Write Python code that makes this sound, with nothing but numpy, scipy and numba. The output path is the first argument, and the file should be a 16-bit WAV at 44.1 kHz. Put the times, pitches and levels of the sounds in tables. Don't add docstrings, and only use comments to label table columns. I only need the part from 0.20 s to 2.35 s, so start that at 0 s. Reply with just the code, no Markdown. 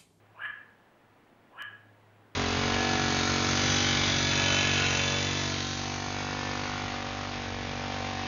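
import sys
import numpy as np
from scipy import signal
from scipy.fft import rfft, irfft
from scipy.io import wavfile
from scipy.ndimage import uniform_filter1d
from numba import njit

SR = 44100
rng = np.random.default_rng(int(sys.argv[2]) if len(sys.argv) > 2 else 0)


def dump_mix(stems):
    frames = np.atleast_2d(stems).T
    limited = np.clip(frames, -1, 1)
    pcm = np.round(limited * 32767).astype(np.int16)
    wavfile.write(sys.argv[1], SR, pcm)


N = 94815


def undb(db):
    return 10 ** (np.asarray(db) / 20)


def unit(x):
    return x / np.sqrt(np.mean(x ** 2))


def drift(rate_hz):
    hold = int(SR / rate_hz)
    steps = np.repeat(rng.standard_normal(N // hold + 1), hold)
    return 1.326 * uniform_filter1d(uniform_filter1d(steps, hold), hold)[:N]


@njit
def band_pass(x, hz, width):
    y, band_state, low_state = np.empty(len(x)), 0., 0.
    for i in range(len(x)):
        tuning, damping = np.tan(np.pi * hz[i] / SR), width / hz[i]
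        band = (band_state + tuning * (x[i] - low_state)) / (1 + tuning * (tuning + damping))
        band_state = 2 * band - band_state
        low_state += 2 * tuning * band
        y[i] = damping * band
    return y


def resonate(x, hz, width_hz):
    for _ in range(4):
        x = band_pass(x, hz * np.ones(N), float(width_hz))
    return unit(x)


def over_hz(points):
    hz, value = np.array(points).T
    return np.interp(np.log(np.arange(N // 2 + 1) * SR / N + 1), np.log(hz), value)


# (frequency [Hz], relative level [dB])
AIR_COLOR = [(25, -9), (60, -14), (100, -3.5), (220, -3), (420, -5), (720, -3.5), (1200, -8.5),
             (1700, -9.5), (3000, -18), (5000, -29), (8000, -33.5), (15000, -37.5)]


def air(level_db=-62):
    spectrum = rfft(rng.standard_normal(N)) * undb(over_hz(AIR_COLOR))
    return undb(level_db) * unit(irfft(spectrum, N))


# (time [s], level [dB])
RUMBLE_LEVELS = [(0, -83), (.25, -77), (.42, -68), (.65, -75.5), (.85, -76.5), (1.12, -65), (1.35, -70),
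                 (2.15, -70)]


def rumble(t):
    level_db = np.interp(t, *np.array(RUMBLE_LEVELS).T)
    return undb(level_db) * resonate(rng.standard_normal(N), hz=260, width_hz=447)


# (time [s], level [dB])
HUM_LEVELS = [(0, -64), (.3, -67), (.5, -71), (.75, -84.5), (.88, -69), (1.08, -80.5), (1.22, -69),
              (1.38, -72.5), (1.48, -64.5), (1.88, -62.5), (2.15, -70)]


def hum(t, hz=105.2, waver=.008, flutter_db=1.1):
    pitch = hz * (1 + waver * drift(14))
    tone = unit(np.sin(2 * np.pi * np.cumsum(pitch) / SR))
    level_db = np.interp(t, *np.array(HUM_LEVELS).T) + flutter_db * drift(14)
    return undb(level_db) * tone


def whine(t, hz=15710, level_db=-90):
    return undb(level_db) * unit(np.sin(2 * np.pi * hz * t))


def click(t, at_s=1.4233, level_db=-33, decay_s=.00016):
    since = t - at_s
    return undb(level_db) * np.sign(since) * np.exp(-np.abs(since) / decay_s)


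# (frequency [Hz], time to fade by 60 dB [s])
ECHO_TIMES = [(500, 0.24), (1100, 0.58), (1750, 0.58), (3000, 0.49), (10000, 0.24)]


def enclosure(t, x, direct_db=-2.5, echo_db=-6, build_s=.0034):
    noise, tail = rfft(rng.standard_normal(N)), 0
    for band_hz, fade_s in ECHO_TIMES:
        share = over_hz([(hz, float(hz == band_hz)) for hz, _ in ECHO_TIMES])
        tail += irfft(noise * share, N) * undb(-60 * t / fade_s)
    tail *= 1 - np.exp(-t / build_s)
    tail /= np.sqrt(np.sum(tail ** 2))
    return undb(direct_db) * x + undb(echo_db) * signal.fftconvolve(x, tail)[:N]


def vocal_folds(pitch, timing_spread=.09, level_spread_db=.5, rasp=.75, puff_cycles=.87):
    timing_chance, level_chance = rng.standard_normal((1500, 2)).T
    cycles = np.cumsum(pitch) / SR
    closures = np.cumsum(np.exp(timing_spread * timing_chance))
    at = np.searchsorted(cycles, closures[closures < cycles[-1]])
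    pulses = np.zeros(N)
    pulses[at] = undb(-level_spread_db * level_chance[:len(at)])
    since_pulse = np.interp(cycles, closures, np.arange(len(closures))) % 1
    puffs = np.exp(-since_pulse / puff_cycles) * rng.standard_normal(N)
    return unit(pulses) + rasp * unit(puffs)


# (multiple of the pitch, level when open [dB], change when shut [dB])
CORE_TONES = [(3, -20.5, 21.5), (5, 6, -24.5), (7, -14, -21), (9, -20.5, -22)]


def ringing_core(pitch, shut, core_db, grunt_db, waver=.02):
    phase = 2 * np.pi * np.cumsum(pitch * (1 + waver * drift(250))) / SR
    return sum(undb(core_db + open_db + (shut_db + grunt_db) * shut) * np.sin(multiple * phase)
               for multiple, open_db, shut_db in CORE_TONES)


# (frequency [Hz], filter width [Hz], level when open [dB], change when shut [dB])
MOUTH_RESONANCES = [(690, 460, -26, 20), (1300, 720, -8, -7), (2500, 600, -15, -5), (7900, 1600, -47, -4),
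                    (10600, 4200, -41.5, -4)]
# (time [s], level [dB], main throat resonance [Hz])
BARK_1 = [(.146, -64.5, 750), (.160, -50.5, 900), (.173, -54, 967), (.181, -44.5, 1055),
          (.189, -45.5, 1177), (.199, -47, 1390), (.209, -36.5, 1496), (.231, -39.5, 1620),
          (.238, -36.5, 1680), (.259, -32, 1680), (.271, -42.5, 1730), (.295, -60.5, 1680)]
BARK_2 = [(1.302, -69, 760), (1.328, -55, 860), (1.346, -54, 950), (1.363, -45.5, 980),
          (1.379, -46.5, 1210), (1.390, -39.5, 1560), (1.401, -41, 1633), (1.409, -35, 1698),
          (1.425, -39.5, 1620), (1.445, -47, 1626), (1.465, -70, 1670)]
# (shape, upper resonance [Hz], its filter width [Hz], its level [dB],
# level of the ringing core [dB], change of the core in the opening grunt [dB])
BARKS = [(BARK_1, 2793, 650, -11.5, -1.8, -1), (BARK_2, 2996, 420, -11, -5, 3.7)]
THROAT_SHUT_HZ, THROAT_OPEN_HZ = 944, 1680
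PITCH_SHUT_HZ, PITCH_OPEN_HZ, OPEN_RISE_HZ_PER_S = 329.4, 336.3, 220
UPPER_SHUT_HZ, UPPER_SHUT_DB = -250, -8


def bark(t, shape, upper_hz, upper_width_hz, upper_db, core_db, grunt_db):
    times, levels_db, resonances_hz = np.array(shape).T
    throat_hz = np.interp(t, times, resonances_hz)
    shut = np.clip((THROAT_OPEN_HZ - throat_hz) / (THROAT_OPEN_HZ - THROAT_SHUT_HZ), 0, 1)
    muffled = shut ** 3
    loud_center_s = np.average(times, weights=undb(levels_db) ** 2)
    from_center_s = np.clip(t, times[0], times[-1]) - loud_center_s
    open_pitch = PITCH_OPEN_HZ + OPEN_RISE_HZ_PER_S * from_center_s
    pitch = shut * PITCH_SHUT_HZ + (1 - shut) * open_pitch
    buzz = vocal_folds(pitch)
    voice = undb(-2.5) * resonate(buzz, throat_hz, width_hz=604)
    upper = resonate(buzz, upper_hz + UPPER_SHUT_HZ * shut, upper_width_hz)
    voice += undb(upper_db + UPPER_SHUT_DB * muffled) * upper
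    for hz, width_hz, open_db, shut_db in MOUTH_RESONANCES:
        voice += undb(open_db + shut_db * shut) * resonate(buzz, hz, width_hz)
    voice += ringing_core(pitch, shut, core_db, grunt_db)
    sounding = (t > times[0]) & (t < times[-1])
    return voice * undb(np.interp(t, times, levels_db)) * sounding


def scene():
    t = np.arange(N) / SR
    barks = sum(bark(t, *row) for row in BARKS)
    return (enclosure(t, barks) + air() + rumble(t) + hum(t) + whine(t) + click(t))[None]


def record(dry):
    top_hz = 15850
    return signal.sosfilt(signal.ellip(10, .2, 70, top_hz, fs=SR, output="sos"), dry)


dry = scene()
out = record(dry)
dump_mix(out)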